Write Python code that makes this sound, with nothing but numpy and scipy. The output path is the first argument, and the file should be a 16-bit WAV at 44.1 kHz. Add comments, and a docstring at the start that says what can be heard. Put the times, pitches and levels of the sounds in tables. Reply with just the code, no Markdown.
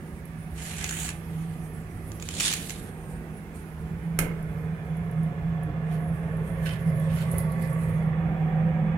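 """Ship's cabin, curtains drawn aside

Machinery drones (wavering tone, narrow noise) and washes (filtered noise) through the hull; the wash
swells and is recoloured as the microphone nears the window. A hand draws two curtain halves: grainy
coloured noise, with gliders ticking on the rail as short noise bursts. Clothing rustles and snaps
close by, thin gliding tones squeak, something slaps once; curtain and slap ring in the cabin."""
import sys
import numpy as np
from scipy import signal
from scipy.fft import rfft, irfft
from scipy.io import wavfile
from scipy.ndimage import uniform_filter1d

SR = 44100
rng = np.random.default_rng(int(sys.argv[2]) if len(sys.argv) > 2 else 0)


def output_pcm(signal):
    """Save a mono or channel-first signal as 16-bit PCM at the path in sys.argv[1].

    Samples are clipped to [-1, 1] before scaling.
    """
    pcm = np.clip(np.atleast_2d(signal).T, -1, 1) * 32767
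    wavfile.write(sys.argv[1], SR, np.round(pcm).astype(np.int16))


def natural_amplitude(level_db):
    """Convert a level in decibels to a linear amplitude factor, elementwise."""
    exponent = np.asarray(level_db, float) / 20
    return 10 ** exponent


N = 395577
T = np.arange(N) / SR  # s
CREST = 3  # noise peak over rms, roughly


def evened(x):
    """Scales to rms 1."""
    return x / np.sqrt(np.mean(x ** 2) + 1e-20)


def smooth_twice(x, samples):
    """Two moving averages along the last axis."""
    return uniform_filter1d(uniform_filter1d(x, samples), samples)


def read(points, hz, axis=1):
    """One column of a table, interpolated on a log-frequency axis."""
    rows = np.transpose(points)
    return np.interp(np.log(hz + 1), np.log(rows[0] + 1), rows[axis])


def level(rows):
    """Gain along time from (t/s, level/dB) rows, faded to silence within 0.03 s outside them."""
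    s, db = np.transpose(rows)
    return natural_amplitude(np.interp(T, np.r_[s[0] - .03, s, s[-1] + .03], np.r_[-120, db, -120]))


def ports(z1, z2, hz, direct=0):
    """Left and right spectra from two unrelated ones; channel likeness is at least direct."""
    # the two microphone ports: (f/Hz, likeness 0-1, left minus right/dB)
    port_rows = [(60, 0.97, -3), (308, 0.94, -4.5), (600, 0.85, -2), (950, 0.73, -2.5), (1400, 0.6, -7.5),
                 (1800, 0.12, -10.5), (2540, 0.14, -7.5), (3860, 0, -4), (5550, 0, -0.5), (10400, 0, -9)]
    flip_hz = 1855  # ports first out of phase
    same = np.clip(np.maximum(read(port_rows, hz), direct), 0, 1)
    pan_db = read(port_rows, hz, axis=2)
    phase = -np.pi * np.where(hz < flip_hz, (hz / flip_hz) ** 2, 2 * hz / flip_hz - 1)
    right = same * np.exp(1j * phase) * z1 + np.sqrt(1 - same ** 2) * z2
    return np.array([z1 * natural_amplitude(pan_db / 2), right * natural_amplitude(-pan_db / 2)])


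def hiss(spectrum, lo_hz, hi_hz, direct=0.047):
    """Steady coloured two-channel noise; rms 1 in lo-hi of the channel mean."""
    hz = np.fft.rfftfreq(N, 1 / SR)
    z = ports(*rfft(rng.standard_normal((2, N))), hz, direct) * natural_amplitude(read(spectrum, hz))
    band = z.mean(0) * (hz > lo_hz) * (hz < hi_hz)
    return irfft(z, N) / np.std(irfft(band, N))


def grain(per_s, spread_db, t60_s):
    """Gain made of many tiny decaying slips of uneven size, rms 1."""
    happens = rng.random(N) < per_s / SR
    size = natural_amplitude(spread_db * np.minimum(rng.exponential(1, N), 4)) * happens
    return evened(signal.lfilter([1], [1, -natural_amplitude(-60 / (t60_s * SR))], size))


def burst(s, db, t60_s, rise_s):
    """Gain of one blow: quick rise from s - rise, exponential fall."""
    t = np.maximum(T - s + rise_s, 0)
    return natural_amplitude(db - 60 * np.minimum(t / t60_s, 3)) * (1 - np.exp(-t / rise_s))


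def tick(s, db, swell_s, t60_s):
    """Gain of one tick: exponential swell up to s, exponential fall after."""
    fall = natural_amplitude(db - 60 * np.clip((T - s) / t60_s, 0, 3))
    return fall * np.exp(np.clip((T - s) / max(swell_s, 1 / SR), -20, 0))


def folds(x, patchy_db, frames, bins):
    """Moving folds of cloth colour a noise in drifting time-frequency patches; rms is kept."""
    z = signal.stft(x, nperseg=256, noverlap=192)[2]
    patches = rng.standard_normal(z.shape[:0:-1]).T
    patches = evened(uniform_filter1d(uniform_filter1d(patches, bins, 0), frames, 1))
    y = signal.istft(z * natural_amplitude(patchy_db * patches), nperseg=256, noverlap=192)[1][:, :N]
    return evened(y) * np.std(x)


def brushing(axis):
    """Gain of cloth brushes, each rising to a peak and dying; axis 1 dull, 2 bright."""
    # brushed or swinging cloth, before grain:
    # (peak t/s, dull level/dB, bright level/dB, rise/s, fall/s)
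    brushes = [(1.44, -63.5, -58, 1, 0.34), (2.56, -62, -40, 0.098, 0.32), (3.56, -79, -59, 0.062, 0.2),
               (5.936, -57, -49.5, 0.094, 0.1), (6.661, -45.5, -56, 0.012, 0.17),
               (6.735, -57, -55, 0.41, 0.054), (7.21, -50.5, -74, 0.34, 0.24)]
    range_db = 30  # gained over the rise, lost over the fall
    out = np.zeros(N)
    for row in brushes:
        s, rise_s, fall_s = row[0], row[-2], row[-1]
        away = np.where(T < s, (s - T) / rise_s, (T - s) / fall_s)
        out += natural_amplitude(row[axis] - range_db * np.minimum(away, 3))
    return out


def drone():
    """One strong hull resonance: a tone wavering in pitch and level, with a fuzzy noise skirt."""
    # nominal drone level before waver and pan: (t/s, level/dB)
    drone_level = [(0.02, -43), (1.27, -41.5), (1.32, -33.5), (1.84, -43.5), (3.71, -45.5), (3.91, -33.5),
                   (8.97, -26.5)]
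    drone_hz, drift_hz, waver_db = 161.7, 2.44, 2.2  # drift and waver are rms
    drift = evened(smooth_twice(rng.standard_normal(N), 2500))
    tone = np.sqrt(2) * np.sin(2 * np.pi * np.cumsum(drone_hz + drift_hz * drift) / SR)
    a, b = smooth_twice(rng.standard_normal((2, N)), 900)
    phase = 2 * np.pi * drone_hz * T
    fuzz = evened(a * np.cos(phase) + b * np.sin(phase))
    waver = natural_amplitude(waver_db * evened(smooth_twice(rng.standard_normal(N), 3500)))
    pan = natural_amplitude(np.array([[-1.9], [1.6]]))
    return level(drone_level) * (1.02 * waver * tone + 0.45 * fuzz) * pan


def wash():
    """Broad machinery noise; nearer the glass its spectrum and window resonances change."""
    # nearness to the window: (t/s, 0 mid-cabin to 1 at the glass)
    nearness = [(0, 0.011), (3, 0.17), (3.7, 0.13), (4.2, 0.27), (5, 0.37), (6, 0.53), (7, 0.68),
                (8.05, 0.87), (8.3, 0.97), (8.97, 0.96)]
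    # wash spectrum mid-cabin, relative to wash_db: (f/Hz, level per Hz/dB)
    wash_far = [(20, -26), (33, -13.5), (60, 1), (100, -1.5), (200, -6.5), (300, -14), (600, -24),
                (1200, -26), (2300, -30.5), (3500, -42.5), (10000, -46.5), (16000, -48.5)]
    # wash spectrum at the glass, relative to wash_db: (f/Hz, level per Hz/dB)
    wash_near = [(20, -18), (33, -7.5), (60, 3), (100, 2.5), (135, 0.5), (162, -8.5), (200, 6), (260, -16),
                 (600, -7.5), (1000, -16), (2300, -21.5), (3000, -33), (4500, -50), (10000, -53),
                 (16000, -58)]
    # window and wall resonances and dips, before waver: (f mid-cabin/Hz, f at glass/Hz, width/Hz,
    # lift at nearness 0/dB, at .45/dB, at .8/dB, at 1/dB)
    pane = [(127, 127, 19, -10, 4.5, 12, 2.5), (300, 299, 10.3, -8, 11.5, 14, 18.5),
            (344, 306, 45, 7.5, -4.5, -9.5, -1.5), (453, 420, 88, 2, 6, 5, 3),
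            (565, 510, 37, -0.5, 5, 8, 6.5), (760, 660, 56, 3, 11.5, -1, -3.5),
            (1073, 1140, 43, -4.5, 7, 10.5, -0.5), (1720, 1760, 62, 0.5, 9, 9.5, -1),
            (2205, 1970, 70, -2.5, 5.5, 9.5, -7.5), (3400, 3400, 97, 4, 10, 13, 8)]
    wash_db, pane_waver = -52, .15  # per Hz; rms share by which a lift comes and goes
    size = 4096
    hz = np.fft.rfftfreq(size, 1 / SR)
    t = np.arange(4 * N // size + 5) * size / 4 / SR
    near = np.interp(t, *np.transpose(nearness))[:, None]
    db = (1 - near) * read(wash_far, hz) + near * read(wash_near, hz)
    wavers = evened(uniform_filter1d(rng.standard_normal((len(t), len(pane))), 8, 0))
    for (far_hz, near_hz, width_hz, *lift_db), waver in zip(pane, wavers.T):
        f = far_hz + near * (near_hz - far_hz)
        firm = 1 + pane_waver * waver[:, None]
        lift = firm * np.interp(near, [0, .45, .8, 1], lift_db)
        db += lift / (1 + (2 * (hz - f) / width_hz) ** 2)
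    a, b, c, d, patches = np.moveaxis(rng.standard_normal((len(t), len(hz), 5)), 2, 0)
    broad = evened(uniform_filter1d(uniform_filter1d(patches, 5, 0), 20, 1))
    # narrow cabin modes drifting slowly
    narrow = evened(uniform_filter1d(uniform_filter1d(patches[::-1], 50, 0), 3, 1))
    db += 1.0 * broad + 2.0 * narrow * (hz < 4000)
    z = ports(a + 1j * b, c + 1j * d, hz) * natural_amplitude(wash_db + db)
    per_hz = np.sqrt(SR / size) / 2  # level per Hz to level per bin
    y = signal.istft(z.transpose(0, 2, 1), nperseg=size, noverlap=3 * size // 4)[1]
    return per_hz * y[:, :N]


def moan():
    """A narrow band of hum, shaped noise, that joins late, close to the glass."""
    # hum colour: (f/Hz, relative level per Hz/dB)
    moan_colour = [(690, -47.5), (738, 7.5), (805, -4.5), (900, -48.5)]
    # hum level: (t/s, level/dB)
    moan_level = [(8.0, -52), (8.4, -41.5), (8.95, -47)]
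    return level(moan_level) * hiss(moan_colour, 0, SR)


def wisp():
    """A thin band of cloth hiss, shaped noise, as the curtain settles."""
    # hiss colour: (f/Hz, relative level per Hz/dB)
    wisp_colour = [(7000, -40), (8900, 2.5), (11500, -40.5)]
    # hiss level: (t/s, level/dB)
    wisp_level = [(2.8, -64), (3.0, -65), (3.18, -61)]
    return level(wisp_level) * hiss(wisp_colour, 0, SR)


def clothing():
    """Rubbing cloth: thin bright noise in puffs and wandering patches; creases snap as short bursts."""
    # fine rustle near the microphone, before puffs: (t/s, level/dB)
    rustle = [(0, -64.5), (.39, -63.5), (.6, -53.5), (1.12, -63), (1.95, -61.5), (2.3, -57.5), (2.9, -58.5),
              (3.4, -63.5), (4.1, -66.5), (5.26, -71), (5.7, -85), (6.1, -66.5), (6.85, -61.5),
              (7.37, -48.5), (7.45, -57.5), (7.88, -54.5), (8.3, -83)]
    # rustle colour: (f/Hz, relative level per Hz/dB)
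    cloth_colour = [(4000, -20.5), (7600, -16.5), (9000, -9), (10600, -5.5), (12200, -13), (15800, -26)]
    # snapping creases: (t/s, approximate peak/dB)
    snap_rows = [(0.254, -36.5), (4.4265, -40), (4.97, -42), (5.1118, -41), (5.232, -40.5), (5.6324, -38),
                 (6.3694, -44), (6.8972, -40), (6.9985, -33.5), (7.315, -23), (7.383, -17.5), (7.4014, -43),
                 (7.519, -33), (7.6228, -34), (7.6735, -38), (7.729, -33.5)]
    # snap colour: (f/Hz, relative level per Hz/dB)
    snap_colour = [(2500, -28), (4000, -22.5), (8500, -13.5), (10600, 7.5), (12200, -2), (15800, -22)]
    puffs = uniform_filter1d(grain(40, 4, 0.17), 900)
    rub = (level(rustle) + brushing(axis=2)) * (0.49 + 0.49 * puffs)
    snaps = np.zeros(N)
    for s, db in snap_rows:
        snaps += burst(s, db, 0.024, 0.0004) + burst(s, db - 13, 0.21, 0.0049)  # crack, softer tail
    rustling = rub * folds(hiss(cloth_colour, 7700, 14000), 3.2, 59, 8)
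    return rustling + snaps / CREST * hiss(snap_colour, 8700, 14000)


def squeaks():
    """Faint thin tones whose pitch arches and sags at the end."""
    # squeaks before pan: (start t/s, length/s, top f/Hz, peak level/dB, share of pitch lost)
    squeak_rows = [(1.638, .045, 8650, -58, .045), (1.737, .06, 10170, -57, .09),
                   (6.688, .042, 3100, -45, .015)]
    top = .45  # share of the length at which pitch is highest
    out = np.zeros(N)
    for s, length_s, hz, db, sag in squeak_rows:
        u = np.clip((T - s) / length_s, 0, 1)
        pitch_hz = hz * (1 - sag * ((u - top) / (1 - top)) ** 2)
        swell = np.sqrt(np.sin(np.pi * u).clip(0))
        out += natural_amplitude(db) * swell * np.sin(2 * np.pi * np.cumsum(pitch_hz) / SR)
    return out * natural_amplitude(np.array([[-3], [3]]))


def slap():
    """A flat crack as a noise burst; dull knocks on a panel as longer decaying noise."""
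    # crack colour: (f/Hz, relative level per Hz/dB)
    crack_colour = [(300, -5), (1000, -11), (2200, -8), (3500, -20.5), (6000, -14), (10000, -8.5),
                    (13300, -11), (16000, -26)]
    # panel colour: (f/Hz, relative level per Hz/dB)
    panel_colour = [(60, 13), (250, 6), (440, 7), (750, -4), (1100, -7.5), (1800, -15), (4000, -33)]
    # dull knocks on the panel: (t/s, level/dB, t60/s)
    thuds = [(4.192, -31.5, 0.9), (7.335, -29, 0.21)]
    slap_s, slap_db = 4.1893, -17.5
    body = sum(burst(s, db, t60_s, 0.0046) for s, db, t60_s in thuds) * hiss(panel_colour, 41, 4000)
    return burst(slap_s, slap_db, 0.028, 0.00023) * hiss(crack_colour, 380, 16000) + body


def gliders():
    """Gliders tick on the rail: a noise burst for the body, a shorter one for the bright edge."""
    # ticks: (t/s, approximate body peak/dB, approximate edge peak/dB, swell before the peak/s)
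    ticks = [(0.843, -17, -43, 0.0011), (0.893, -20.5, -40, 0.0019), (1.0907, -19.5, -26, 0.00018),
             (2.118, -32, -41, .0002), (2.199, -32, -52, .0003), (2.2250, -24, -54, .0004),
             (2.2884, -20, -56, 0.00035), (2.4005, -13.5, -30, .0006), (2.4084, -14, -29, 0.0027),
             (2.516, -20, -30, 0.0022), (2.522, -37, -42, 0.00091), (2.5272, -14.5, -30, 0.00068),
             (2.5386, -15.5, -18.5, 0.0022), (2.6958, -21.5, -31, .0003), (2.706, -23.5, -40, 0.0018)]
    # tick body colour: (f/Hz, relative level per Hz/dB)
    body_colour = [(600, -15.5), (2500, 1.5), (5000, -4), (7300, 6), (9000, -17)]
    # tick edge colour: (f/Hz, relative level per Hz/dB)
    edge_colour = [(7500, -31), (9000, 9), (12500, 1), (15000, -1), (16000, -14)]
    body = sum(tick(s, db, swell_s, 0.019) for s, db, _, swell_s in ticks)
    edge = sum(tick(s, db, swell_s, 0.0084) for s, _, db, swell_s in ticks)
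    return (body * hiss(body_colour, 1700, 8100) + edge * hiss(edge_colour, 7800, 15000)) / CREST


def curtain():
    """Cloth slips over cloth and rail: coloured noise in dense grains, plus glider ticks."""
    # each curtain half pulled by hand, before grain: one list a half of (t/s, level/dB)
    pulls = [
        [(.55, -66), (.59, -51), (.87, -44.5), (1.1, -47), (1.15, -67)],
        [(2.2, -61), (2.34, -47.5), (2.41, -36), (2.47, -30), (2.6, -52), (2.72, -53), (2.9, -68.5)],
    ]
    # colour of the first half drawn: (f/Hz, relative level per Hz/dB)
    slide_colour = [(410, -34), (750, -2.5), (1150, -10), (1680, -2.5), (2720, -2), (4000, -6),
                    (5080, -11.5), (6860, -2.5), (9500, -6), (15800, -31)]
    # colour of the second half swept aside: (f/Hz, relative level per Hz/dB)
    sweep_colour = [(150, -30.5), (280, -1), (500, -8), (1500, -8.5), (1900, -3.5), (3700, 4), (5200, -3),
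                    (7400, 2), (10000, -2.5), (15800, -26.5)]
    # treble that joins late in the first pull: (f/Hz, relative level per Hz/dB)
    sheen_colour = [(5200, -29), (6800, 2.5), (12500, -16)]
    # level of that treble, before grain: (t/s, level/dB)
    sheen_level = [(.86, -47), (1.0, -40), (1.1, -48)]
    # colour of cloth brushed lightly: (f/Hz, relative level per Hz/dB)
    brush_colour = [(880, -30), (1500, -4), (2290, -11.5), (3080, -5.5), (3360, -9), (4520, -16.5),
                    (11900, -29), (15800, -39)]
    slips = 0.55 + 0.55 * grain(500, 3.6, 0.018)
    drag = level(pulls[0]) * hiss(slide_colour, 2510, 6600)
    drag += level(pulls[1]) * hiss(sweep_colour, 2510, 6600)
    drag += level(sheen_level) * hiss(sheen_colour, 5500, 10000)
    drag += brushing(axis=1) * hiss(brush_colour, 2400, 6160)
    return slips * folds(drag, 1.8, 23, 4) + gliders()


def cabin(x):
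    """Reverberation: noise tails, one a channel, each band dying at its own speed."""
    # reverberation time: (f/Hz, t60/s)
    cabin_t60 = [(500, 0.22), (2000, 0.5), (5000, 0.22), (12000, 0.21)]
    hz, t, z = signal.stft(rng.standard_normal((2, SR // 2)), SR, nperseg=256)
    decay = natural_amplitude(-60 * t / read(cabin_t60, hz)[:, None])
    tail = signal.istft(z * decay, SR, nperseg=256)[1]
    return signal.fftconvolve(x, tail / np.linalg.norm(tail[0]), axes=1)[:, :N]


def scene():
    """All sources; curtain and slap also ring in the cabin."""
    cloth, blow = curtain(), slap()
    background = drone() + wash() + moan()
    close = wisp() + clothing() + squeaks()
    ring = cabin(natural_amplitude(-9.0) * cloth + natural_amplitude(-4.0) * blow)
    return background + close + cloth + blow + ring


def top_cut(x):
    """Nothing passes above the cut-off."""
    return signal.sosfilt(signal.butter(12, 16480, fs=SR, output="sos"), x)


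def record(dry):
    """Band limit: linear-phase low-pass."""
    edge_hz = 15950
    lowpass = signal.firwin(255, edge_hz, window=("kaiser", 7), fs=SR)
    mix = signal.oaconvolve(dry, lowpass[None], "same")
    return top_cut(mix)


dry = scene()
out = record(dry)
output_pcm(out)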